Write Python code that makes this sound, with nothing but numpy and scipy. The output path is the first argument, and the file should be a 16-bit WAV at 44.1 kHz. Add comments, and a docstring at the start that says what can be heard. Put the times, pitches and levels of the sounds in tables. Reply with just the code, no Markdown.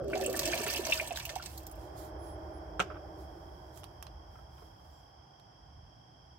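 """First a thin stream from a pump's tube gurgles into a plastic bucket: bubbles ring, the air inside
hums and spray spatters on a metal grate. By two seconds the water has died away in drips.
A far vehicle swells and passes, and a small bird starts to whistle faintly. Near three seconds a gloved
hand knocks a sample vial out of the bucket's rim, then works at its cap with ticks and rustles.
All the while, insects buzz on the lawn around the bucket."""
import sys
import numpy as np
from scipy import signal
from scipy.fft import rfft, irfft
from scipy.io import wavfile

SR = 44100
rng = np.random.default_rng(int(sys.argv[2]) if len(sys.argv) > 2 else 0)


def bounce(signal):
    """Save signal as a 16-bit WAV file at the path given by the first command-line argument."""
    frames = np.transpose(np.atleast_2d(signal))
    limited = np.clip(frames, -1, 1)
    pcm = np.round(limited * 32767).astype(np.int16)
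    wavfile.write(sys.argv[1], SR, pcm)


N = 281384

# Levels in the tables are relative. A ring time (t60) is how long a sound takes to fade by 60 dB.
# Tone of the water's sounds. Each row: frequency in Hz, level in dB.
GURGLE_TONE = [(71, -33.5), (120, -22), (200, -15.5), (255, -11.5), (348, -7), (386, -9), (460, -5),
               (625, -2.5), (759, -10.5), (849, -21.5), (931, -38), (1150, -8), (1430, -3), (2420, -16)]
SPLASH_TONE = [(440, -42), (680, 9), (854, -3.5), (930, 0.5), (1060, -6), (1160, -6), (1400, -10.5),
               (1600, -13), (1790, -0.5), (1930, -25.5), (2200, -6.5), (2600, -5), (3000, -1.5), (3480, -9),
               (4200, -10.5), (5460, -45)]
SPRAY_TONE = [(1470, -15), (2200, -14), (2650, -7), (3180, -16), (3770, -9.5), (4580, -7.5), (5200, -7),
              (6200, -8), (7420, -11.5), (8400, -5), (9220, -17.5), (10500, -13), (12300, -11.5),
              (14800, -10), (16000, -15)]
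SLAP_TONE = [(1200, -4.5), (2600, 4), (5000, 8.5), (8300, 4), (9800, -10), (12500, 2), (16000, -1)]
# Notes of the bucket's air, metal grate and plastic rim.
# Each row: pitch in Hz, level in dB, ring time in seconds.
AIR_NOTES = [(394, 0, .2), (640, -1, .2), (926, -13, .15), (1157, -12, .12)]
GRATE_NOTES = [(1157, 9, .1), (1812, 8, .07), (2182, 7, .08), (2304, 6, .07), (2633, 7, .08),
               (2838, 1, .06), (3225, -1, .05), (3574, 3, .06), (4708, -1, .03), (5945, -3, .04),
               (7850, -5, .02)]
RIM_NOTES = [(191, -8.5, 0.23), (427, -3, 0.25), (736, -6, 0.22), (1303, -6, 0.072), (1327, 5.5, 0.071),
             (1495, 5, 0.034), (2164, -4.5, 0.05), (3190, 4, 0.03), (3370, -24, 0.051), (5930, -4, 0.015),
             (8200, -6, 0.026)]
# How hard the wandering stream hits the grate. Each row: time in seconds, level in dB.
SPATTER_LEVELS = [(0, -78), (0.1, -60.5), (0.18, -49), (0.34, -50.5), (0.47, -40.5), (0.63, -40.5),
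                  (0.7, -40.5), (0.78, -40.5), (0.825, -45.5), (0.88, -42), (0.95, -42), (1.05, -46),
                  (1.14, -48.5), (1.19, -50), (1.32, -52.5), (1.5, -59.5), (1.63, -68.5), (2, -77),
                  (2.4, -130)]
# The loudest bubbles. Each row: start in seconds, pitch in Hz, level in dB, ring time in seconds.
LOUD_BUBBLES = [(0.02, 551, -28, 0.1), (0.084, 557, -28.5, 0.16), (0.131, 1450, -26, 0.015),
                (0.134, 2320, -26, 0.026), (0.145, 588, -29, 0.15), (0.155, 750, -30, 0.17),
                (0.198, 717, -30, 0.099), (0.228, 1780, -38, 0.027), (0.243, 2660, -35, 0.037),
                (0.236, 615, -30, 0.16), (0.26, 2780, -29, 0.036), (0.279, 513, -26, 0.13),
                (0.342, 1810, -34, 0.042), (0.3465, 638, -22, 0.067), (0.392, 1830, -31.5, 0.024),
                (0.473, 624, -25.5, 0.18), (0.527, 1790, -29, 0.023), (0.533, 2380, -20.5, 0.021),
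                (0.538, 671, -24.5, 0.074), (0.605, 410, -25.5, 0.041), (0.667, 426, -24.5, 0.046),
                (0.683, 2690, -28, 0.018), (0.747, 2500, -24.5, 0.012), (0.791, 375, -21.5, 0.047),
                (0.866, 664, -31, 0.064), (0.889, 624, -25.5, 0.078), (0.9228, 2724, -13, 0.027),
                (0.925, 3640, -24, 0.043), (0.928, 2980, -25.5, 0.023), (0.984, 1410, -34.5, .025),
                (0.991, 1740, -38, .02), (0.9982, 2450, -19.5, 0.022), (1.013, 630, -28.5, 0.098),
                (1.106, 692, -25, 0.065), (1.117, 676, -25, 0.032), (1.109, 2520, -32, 0.024),
                (1.173, 1740, -33, .015), (1.203, 2220, -41, 0.031), (1.268, 642, -40, 0.18),
                (1.301, 623, -35, 0.12), (1.332, 639, -33.5, 0.067), (1.361, 745, -20, 0.035),
                (1.397, 1360, -37, 0.059)]
# The loudest drops and last drips. Each row: start in seconds, level in dB, brightness in dB per octave,
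# pitch of the splat in Hz, level of the splat against the slap in dB.
LOUD_DROPS = [(0.154, -31.5, -6, 3160, -16), (0.176, -39.5, 3, 6500, 2), (0.211, -32.5, -3, 4230, -24),
              (0.238, -35.5, 9, 8100, -1.5), (0.262, -34, 12, 7800, 10.5), (0.298, -32, 6, 6000, -20),
              (0.327, -31.5, 7, 6200, -20), (0.364, -34, 2, 8270, 5.5), (0.371, -30, 3, 12400, -2),
              (0.392, -20, 2, 4900, -8.5), (0.431, -31, -2, 6000, -6), (0.455, -25.5, 0, 8300, -1.5),
              (0.475, -26.5, 0, 5500, -14), (0.5167, -29, -4.5, 6340, -3), (0.576, -29, -2, 7000, -10),
              (0.618, -35, 1, 13800, -9), (0.665, -27, -11.5, 10900, -13), (0.68, -31.5, 13, 12500, 1),
              (0.7, -32.5, -9, 4830, 6), (0.733, -39, 3, 4580, -4), (0.76, -32.5, 1, 4860, 2),
              (0.774, -30.5, 9, 12100, -10), (0.851, -33.5, -1, 5960, 7.5), (0.868, -31.5, -5, 4530, -1.5),
              (0.898, -36, -6, 6120, 3), (0.912, -32, 2.5, 5540, -6.5), (0.934, -24, 0, 3420, -15),
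              (0.975, -34.5, 3, 4870, 5.5), (1.0742, -34.5, 6.5, 8300, -5), (1.159, -34, -1, 3860, 2),
              (1.172, -29.5, 1.5, 3200, -7.5), (1.199, -32, -5.5, 3470, -6), (1.2525, -29, 6, 2670, -3),
              (1.293, -29, -4, 6300, -24), (1.3549, -31.5, -0.5, 5270, -23), (1.424, -36.5, -2.5, 5100, -4),
              (1.436, -42, 4, 4400, 0), (1.4595, -33, 0, 7900, -2.5), (1.576, -35, 9, 4320, -6.5),
              (1.6314, -50, 5, 13900, -9), (1.666, -35.5, 8, 13000, -20), (1.7137, -45, 9, 10000, -0.5),
              (1.754, -51.5, 11, 12000, -4)]
# The vial knocks and rattles. Each row: start in seconds, level in dB, treble limit in Hz.
VIAL_KNOCKS = [(2.795, -19.5, 11000), (2.8008, -13, 11000), (2.902, -31.5, 1590), (2.912, -36, 1590),
               (2.921, -43, 1600), (2.943, -39, 1700), (2.956, -39.5, 1600), (2.967, -38, 1590),
               (4.355, -42, 1600), (4.388, -42, 1000), (4.581, -50, 4970), (4.62, -36, 700)]
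# Cap and vial tick. Each row: start in seconds, level in dB, treble limit in Hz, brightest band in Hz.
CAP_TICKS = [(3.7743, -43.5, 16000, 7650), (3.8339, -41.5, 6000, 3000), (3.841, -38.5, 13000, 4260),
             (4.0261, -35, 16000, 5430), (4.0677, -40.5, 6000, 4430), (5.398, -55, 12000, 4330)]
# Strokes of glove and sleeve. Each row: middle in seconds, length in seconds, level in dB.
GLOVE_STROKES = [(1.535, 0.11, -55.5), (1.83, 0.11, -64), (1.987, 0.029, -55), (2.027, 0.086, -56),
                 (2.266, 0.077, -64), (2.42, 0.67, -74.5), (3.215, 0.065, -66), (3.495, 1, -73),
                 (3.777, 0.052, -58), (4.37, 0.13, -73.5), (4.614, 0.15, -69), (4.905, 0.25, -73)]
# Tone of the hand's sounds. Each row: frequency in Hz, level in dB.
KNOCK_TONE = [(71, -68), (120, -58), (173, -9), (251, -31), (436, -6), (712, -1), (968, -7), (1190, -0.5),
              (1520, 0.5), (1750, -10), (3050, -9), (3660, -15.5), (4500, -33), (6110, -21), (16000, -59)]
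TICK_TONE = [(710, 4), (1200, 5.5), (1770, -8), (3250, 1), (4860, -18.5), (5410, -2), (6720, -11),
             (14800, -3), (16000, -14)]
GLOVE_TONE = [(1180, -26), (2000, 8), (2810, -6), (3090, 4.5), (4770, 8), (9490, 6.5), (12100, 9),
              (16000, 4.5)]
# Sounds that build, hold and fade. Each lists: level in dB, start and end of the hold in seconds,
# rise and fall in dB per second.
GURGLE_SWELL = (-38, 0, 0.48, 20, 18)
HOLLOW_SWELL = (-37.5, 0.035, 0.28, 400, 90)
DRONE_SWELL = (-48.5, 2, 3, 19.5, 12.5)
TYRE_SWELL = (-51, 2, 2.5, 12, 4.5)
# The far engine's strength. Each row: time in seconds, deep rumble in dB, hum in dB.
ENGINE_LEVELS = [(0, -49.5, -45), (0.27, -54, -58.5), (0.4, -50.5, -52), (1.2, -54.5, -57),
                 (2.25, -47.5, -58.5), (2.95, -52, -58.5), (4.4, -54.5, -61), (5.0, -61.5, -63),
                 (5.4, -72.5, -64.5), (5.8, -54.5, -61), (6.05, -75, -60.5), (6.38, -59, -64)]
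# Tone of the vehicle's sounds. Each row: frequency in Hz, level in dB.
RUMBLE_TONE = [(30, -22), (40, -19), (50, 1), (60, -3), (70, 4.5), (80, -4), (100, -8)]
HUM_TONE = [(90, -5), (118, 1.5), (165, -5.5), (215, -15), (290, -12)]
DRONE_TONE = [(100, -63), (170, -7.5), (255, -31.5), (310, -0.5), (323, 1), (400, -6), (438, -10.5),
              (560, -14.5), (617, 0.5), (676, -11.5), (800, -16.5), (1040, -42), (1760, -120)]
TYRE_TONE = [(350, -14.5), (600, -10), (780, -1.5), (863, -6), (1110, -11), (1320, -18), (1480, -14.5),
             (2340, -32.5), (3000, -43), (3900, -60), (6600, -120)]
# Tone of the insects and the open air. Each row: frequency in Hz, level in dB.
TRILL_TONE = [(2850, -28), (3100, -18), (3200, -6.5), (3290, -10), (3360, -25), (3700, -50.5)]
CHORUS_TONE = [(4100, -38), (4300, -13), (4600, -10), (4800, 4.5), (5300, 7.5), (5700, 0), (6000, -5),
               (6300, -19)]
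OPEN_AIR_TONE = [(1500, 8), (3000, -4.5), (7000, -8.5), (12000, -13.5), (16000, -17)]
# The bird's notes. Each row: start in seconds, length in seconds, pitch in Hz, level in dB.
BIRD_NOTES = [(2.182, 0.18, 10830, -73), (2.27, .08, 8100, -86), (2.531, 0.062, 10600, -78),
              (4.906, .11, 7500, -88)]

HIT_SAMPLES = 12000  # room for one short sound
THINNING = 0.41  # how steeply the droplets grow fewer as the flow ebbs
HOLLOW_HZ, HOLLOW_SAG_HZ_PER_S = 400.6, 58
WOBBLE_CYCLES, WOBBLE_PITCH_SHARE, WOBBLE_DB = 2.2, .05, 2.5  # a bubble changes shape every few cycles
TRILL_RATE_HZ = 37
WARBLE_HZ, WARBLE_SHARE, ARCH_SHARE = 11, .018, 0.07  # the shares are parts of the bird's pitch
TOP_HZ = 15800


def stream():
    """The jet churns the water in the bucket and breaks into spray on the grate."""
    flow = level_curve(SPATTER_LEVELS, column=1)
    return gurgle() + (splash() + spray(flow)) * flow * pan(-3.5)


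def gurgle():
    """Big bubbles ring low and stir the air in the bucket."""
    bubbles = froth(124.3, 967, cycles=10, spread_db=5.5, count=1800)
    bubbles = bucket(bubbles, t60=0.098, echo_db=-2.5, likeness=0.13)
    bubbles = colour(bubbles + gain(-20) * convolve(bubbles, ring(AIR_NOTES)), GURGLE_TONE)
    bubbles = np.roll(bubbles, -SR // 10, axis=1)  # the water is already running
    return unit_flow(bubbles) * swell(*GURGLE_SWELL) * between(0, 0.98, fade=0.35) * pan(-1.8)


def splash():
    """Middle-sized bubbles blend into a splashing sound."""
    bubbles = froth(764, 4200, cycles=11, spread_db=14.5, count=1100)
    bubbles = bucket(bubbles, t60=0.063, echo_db=-2.5, likeness=0.086)
    return unit_flow(colour(bubbles, SPLASH_TONE)) * gain(-1.5)


def spray(flow):
    """Droplets crack on the grate and scatter between the walls while tiny bubbles fizz."""
    drops_per_s = 450 * np.clip((flow / flow.max()) ** THINNING, .25, 1)
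    drop_fade = gain(2) * decay(0.003) + decay(0.024) + gain(-7) * decay(0.1)
    energy = convolve(patter(drops_per_s, spread_db=7) ** 2, drop_fade ** 2)
    cracks = unit(noise(0.16) * np.sqrt(np.abs(energy)))
    fizz = froth(3540, 9000, cycles=22, spread_db=18, count=700)
    fizz = unit_flow(bucket(fizz, t60=0.03, echo_db=5, likeness=0))
    impacts = cracks + gain(-4.5) * fizz
    return unit_flow(colour(impacts + gain(-6.5) * convolve(impacts, ring(GRATE_NOTES)), SPRAY_TONE))


def hollow_note():
    """The first gush keeps the air in the bucket humming on one wavering note that sags a little."""
    t = np.arange(N) / SR
    phase = 2 * np.pi * np.cumsum(HOLLOW_HZ - HOLLOW_SAG_HZ_PER_S * t) / SR + 0.79 * wander(45 * t)
    ear_shift = np.array([[0], [1.1]])
    note = np.sqrt(2) * np.sin(phase + ear_shift) * gain(1.6 * wander(45 * t))
    return note * swell(*HOLLOW_SWELL)


def plops():
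    """Single loud bubbles: deep ones set the bucket's air humming, high ones splash and stir the grate."""
    deep, high = np.zeros((2, N))
    splashes = np.zeros((2, N))
    for start, hz, db, t60 in LOUD_BUBBLES:
        plop = gain(db) * bubble(hz, t60, rise=0.033, onset_cycles=0.92)
        if hz < 1000:
            add(deep, start, plop)
        else:
            add(high, start, plop)
            add(splashes, start, gain(db - 11) * snap(hz, t60=.05, width=.35))
    deep_echo = bucket(deep, t60=0.11, echo_db=-10, likeness=0.36)
    deep = deep_echo + gain(-52) * convolve(deep, ring(AIR_NOTES))
    high_echo = bucket(high, t60=0.057, echo_db=-4.5, likeness=0.4)
    high = high_echo + gain(-17.5) * convolve(high, ring(GRATE_NOTES))
    return deep * gain(-2.5) * pan(-6.5) + (high * gain(-0.5) + splashes) * pan(-0.74)


def drops():
    """Each drop slaps a bar, splats in a band of its own and scatters droplets that land just after."""
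    out = np.zeros((2, N))
    for start, db, tilt_db, splat_hz, splat_db in LOUD_DROPS:
        scatter = gain(-11) * decay(0.13) * (.5 + flecks(per_s=600, t60=0.008))
        slap = noise(0.49, HIT_SAMPLES) * (decay(0.038) + scatter)
        tone = [(hz, level + tilt_db * np.log2(hz / splat_hz)) for hz, level in SLAP_TONE]
        slap = colour(slap + gain(-13.5) * convolve(slap, ring(GRATE_NOTES)), tone)
        splat = gain(splat_db) * snap(splat_hz, t60=0.04, width=.2)
        add(out, start, gain(db) * (unit_hit(slap) + splat))
    return out * gain(-0.7) * pan(-4.2)


def froth(low_hz, high_hz, cycles, spread_db, count):
    """A swarm of bubbles over the first two seconds, each ringing for roughly `cycles` cycles."""
    out = np.zeros(N)
    for k, (when, pitch, strength, life) in enumerate(rng.random((count, 4))):
        hz = low_hz * (high_hz / low_hz) ** pitch
        note = bubble(hz, t60=cycles * (.5 + life) / hz, rise=0.041)
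        add(out, 2 * (k + when) / count, gain(spread_db * strength) * hz * note)
    return out


def bubble(hz, t60, rise, onset_cycles=0.45):
    """A bubble rings unsteadily, its pitch climbing by the share `rise` as it nears the surface."""
    t = np.arange(int(t60 * SR) + 2) / SR
    shape_changes = hz * t / WOBBLE_CYCLES
    pitch = hz * (1 + rise * (t / t60 - .15) + WOBBLE_PITCH_SHARE * wander(shape_changes))
    attack = 1 - np.exp(-hz * t / onset_cycles)
    level = attack * decay(t60, len(t)) * gain(WOBBLE_DB * wander(shape_changes))
    return level * np.sin(2 * np.pi * np.cumsum(pitch) / SR)


def bucket(x, t60, echo_db, likeness):
    """A sound plus its many quick echoes between the bucket's walls."""
    echoes = noise(likeness, HIT_SAMPLES) * decay(t60)
    echoes[:, :60] = 0  # the gap before the first echo
    return x + gain(echo_db) * convolve(x, echoes / np.sqrt(np.sum(echoes ** 2) / 2))


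def vial_knocks():
    """The vial catches in its socket; the rim cracks, rings and chatters, duller at a soft touch."""
    out = np.zeros((2, N))
    rim = unit_hit(ring(RIM_NOTES))
    for start, db, treble_hz in VIAL_KNOCKS:
        crack = noise(0.16, HIT_SAMPLES) * (decay(0.065) + gain(-30) * decay(0.51))
        crack = unit_hit(colour(crack, KNOCK_TONE))
        chatter = noise(0.099, HIT_SAMPLES) * decay(0.13) * flecks(per_s=1500, t60=.003)
        chatter = unit_hit(colour(chatter, SLAP_TONE))
        knock = gain(-2.5) * crack + gain(-7) * rim + gain(-23) * chatter
        add(out, start, gain(db) * soften(knock, treble_hz))
    return out * pan(-2)


def cap_ticks():
    """The plastic cap and the vial tick dryly, each tick brightest in its own band."""
    out = np.zeros((2, N))
    for start, db, treble_hz, band_hz in CAP_TICKS:
        burst = noise(.2, HIT_SAMPLES) * (decay(.012) + gain(-18) * decay(.15))
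        tick = unit_hit(soften(colour(burst, TICK_TONE), treble_hz))
        add(out, start, gain(db - 4.5) * (tick + gain(-6) * snap(band_hz, t60=0.034, width=0.27)))
    return out * pan(-10)


def glove_rustle():
    """Glove and sleeve rub; each stroke swells and fades evenly about its middle."""
    t = np.arange(N) / SR
    power = sum(gain(db) ** 2 * np.exp(-(2 * (t - middle) / length) ** 2)
                for middle, length, db in GLOVE_STROKES)
    return unit(colour(noise(0.028), GLOVE_TONE)) * np.sqrt(power) * gain(-3.5) * pan(-10)


def traffic():
    """A far vehicle nears and leaves: engine rumble and hum, road drone and tyre noise."""
    rumble = unit(colour(noise(1), RUMBLE_TONE)) * level_curve(ENGINE_LEVELS, column=1) * gain(1.5)
    hum = unit(colour(noise(0.91), HUM_TONE)) * level_curve(ENGINE_LEVELS, column=2)
    drone = unit(colour(noise(0.91), DRONE_TONE))
    tyres = unit(colour(delay_left(noise(0.16), samples=-19), TYRE_TONE))
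    # steady traffic behind the vehicle keeps these two from fading out
    drone *= np.hypot(swell(*DRONE_SWELL), gain(-74))
    tyres *= np.hypot(swell(*TYRE_SWELL), gain(-65))
    return rumble * pan(-1.5) + hum * pan(-1.4) + drone * pan(-1.9) + tyres * pan(-4)


def insects():
    """One insect trills with regular wing strokes; many others blend into a hiss."""
    drift = wander(4 * np.arange(N) / SR)
    stroke = np.cumsum(TRILL_RATE_HZ * (1 + .005 * drift)) / SR
    # a loud closing stroke that falls in pitch, then a weak opening stroke
    wings = np.sin(np.pi * stroke) ** 4 + .3 * np.cos(np.pi * stroke) ** 8
    scrape_hz = 3270 - 400 * (stroke % 1 - .5)
    scrape = np.sin(2 * np.pi * np.cumsum(scrape_hz) / SR)
    trill = unit(wings * scrape) * gain(-77 + 0.31 * drift)
    rasp = unit(colour(noise(0.049), TRILL_TONE)) * gain(-74.5)
    chorus = unit(colour(noise(0.042), CHORUS_TONE)) * gain(-68.5)
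    return (trill + rasp) * pan(-8.5) + chorus


def bird():
    """Very high, faint whistles, each an arch in level and in wavering pitch."""
    out = np.zeros((2, N))
    for start, length, hz, db in BIRD_NOTES:
        ends = np.linspace(-1, 1, int(length * SR)) ** 4  # 1 at both ends, 0 in the middle
        warble = WARBLE_SHARE * np.cos(2 * np.pi * WARBLE_HZ * np.arange(len(ends)) / SR)
        phase = 2 * np.pi * np.cumsum(hz * (1 - ARCH_SHARE * ends - warble)) / SR
        add(out, start, gain(db) * (1 - ends) * np.sin(phase))
    return out * pan(-31)


def open_air():
    """The faint, steady hiss of the outdoors."""
    return unit(colour(noise(0.04), OPEN_AIR_TONE)) * gain(-76.5) * pan(-1.1)


def ring(notes):
    """A struck thing's notes fade within 0.2 seconds; higher ones reach the two ears out of step."""
    t = np.arange(HIT_SAMPLES) / SR
    out = 0
    for hz, db, t60 in notes:
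        ear_shift = rng.uniform(-0.058, 1) * min(hz / 5000, 1.5) * np.array([[1], [-1]])
        out = out + gain(db) * decay(min(t60, .2)) * np.sin(2 * np.pi * hz * t + ear_shift)
    return out / np.sqrt(np.sum(out ** 2) / 2)


def snap(hz, t60, width):
    """A short burst of noise in one band, whose width is a share of `hz`."""
    band = signal.iirpeak(hz, 1 / width, fs=SR)
    burst = noise(0.23, HIT_SAMPLES) * decay(t60)
    return unit_hit(signal.lfilter(*band, signal.lfilter(*band, burst)))


def patter(per_s, spread_db):
    """Random tiny hits of uneven size, equally strong overall however often they come."""
    hits = rng.random(N) < per_s / SR
    signs = rng.choice([-1, 1], N)
    sizes = gain(spread_db * np.clip(rng.standard_normal(N), -2, 2))
    return unit(hits / np.sqrt(per_s) * signs * sizes)


def flecks(per_s, t60):
    """The level of a quick run of tiny, uneven touches."""
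    energy = rng.exponential(size=HIT_SAMPLES) ** 2 * (rng.random(HIT_SAMPLES) < per_s / SR)
    return np.sqrt(np.abs(convolve(energy, decay(t60))))


def noise(likeness, size=N):
    """Stereo hiss: likeness 1 is the same in both ears, 0 is unrelated."""
    mid, side = rng.standard_normal((2, size))
    return (np.sqrt(1 + likeness) * mid + np.sqrt(1 - likeness) * side * np.array([[1], [-1]])) / np.sqrt(2)


def wander(steps):
    """Glide to a new random value at each whole step."""
    values = rng.standard_normal(int(steps[-1]) + 2)
    return np.interp(steps, np.arange(len(values)), values)


def colour(x, tone, size=8192):
    """Shape a sound with a tone table, cutting steeply beyond the table's ends."""
    hz, db = np.transpose(tone)
    octave = np.log2(np.maximum(np.arange(size // 2 + 1) * SR / size, 1))
    known = np.log2(hz)
    outside = np.abs(octave - np.clip(octave, known[0], known[-1]))
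    gain_db = np.maximum(np.interp(octave, known, db) - 36 * outside, -90)
    # fold the filter so that it rings only after a hit, never before
    cepstrum = irfft(np.log(gain(gain_db)))
    cepstrum[1:size // 2] *= 2
    cepstrum[size // 2 + 1:] = 0
    return convolve(x, irfft(np.exp(rfft(cepstrum))))


def soften(x, hz):
    """Turn down the treble above `hz`."""
    return signal.lfilter(*signal.butter(2, hz, fs=SR), x)


def convolve(x, response):
    """Let every sample set off a response, keeping the sound's length."""
    x = np.atleast_2d(x)
    return signal.fftconvolve(x, np.atleast_2d(response), axes=1)[:, :x.shape[1]]


def swell(db, full_s, until_s, rise, fall):
    """A level that rises, holds and falls, the slopes in dB per second."""
    t = np.arange(N) / SR
    return gain(db - rise * np.maximum(full_s - t, 0) - fall * np.maximum(t - until_s, 0))


def level_curve(table, column):
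    """A level that follows one dB column of a table through time."""
    rows = np.array(table)
    return gain(np.interp(np.arange(N) / SR, rows[:, 0], rows[:, column]))


def between(start, end, fade):
    """Fully on from start to end, fading outside them."""
    t = np.arange(N) / SR
    return np.clip((t - start) / fade + 1, 0, 1) * np.clip((end - t) / fade + 1, 0, 1)


def decay(t60, size=HIT_SAMPLES):
    """A fade of 60 dB every `t60` seconds."""
    return np.exp(-np.log(1000) * np.arange(size) / SR / t60)


def gain(db):
    """Turn decibels into a multiplier."""
    return 10 ** (np.asarray(db) / 20)


def unit(x):
    """Scale to an average strength (rms) of 1."""
    return x / np.sqrt(np.mean(x ** 2))


def unit_flow(x):
    """Scale to strength 1 over the two seconds of flow."""
    return x / np.sqrt(np.mean(x[..., :2 * SR] ** 2))


def unit_hit(x):
    """Scale a hit by its first 10 ms, so that it peaks near 1."""
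    return x / (3 * np.sqrt(np.mean(x[..., :SR // 100] ** 2)))


def pan(db):
    """Make the left side `db` louder than the right; negative leans right."""
    return gain(np.array([[db], [-db]]) / 2)


def delay_left(x, samples):
    """Sound from the right reaches the left ear later; from the left (negative), sooner."""
    return np.stack([np.roll(x[0], samples), x[1]])


def add(track, start_s, sound):
    """Mix a short sound into a track."""
    first = int(start_s * SR)
    count = min(sound.shape[-1], N - first)
    track[..., first:first + count] += sound[..., :count]


def scene():
    """Water, hand and the outdoors together."""
    water = delay_left(stream() + hollow_note() + plops() + drops(), samples=4)
    hand = delay_left(vial_knocks(), samples=2) + cap_ticks() + glove_rustle()
    return water + hand + traffic() + insects() + bird() + open_air()


def record(dry):
    """Cut away the treble above TOP_HZ."""
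    return signal.sosfilt(signal.ellip(10, .2, 70, TOP_HZ, fs=SR, output="sos"), dry)


dry = scene()
out = record(dry)
bounce(out)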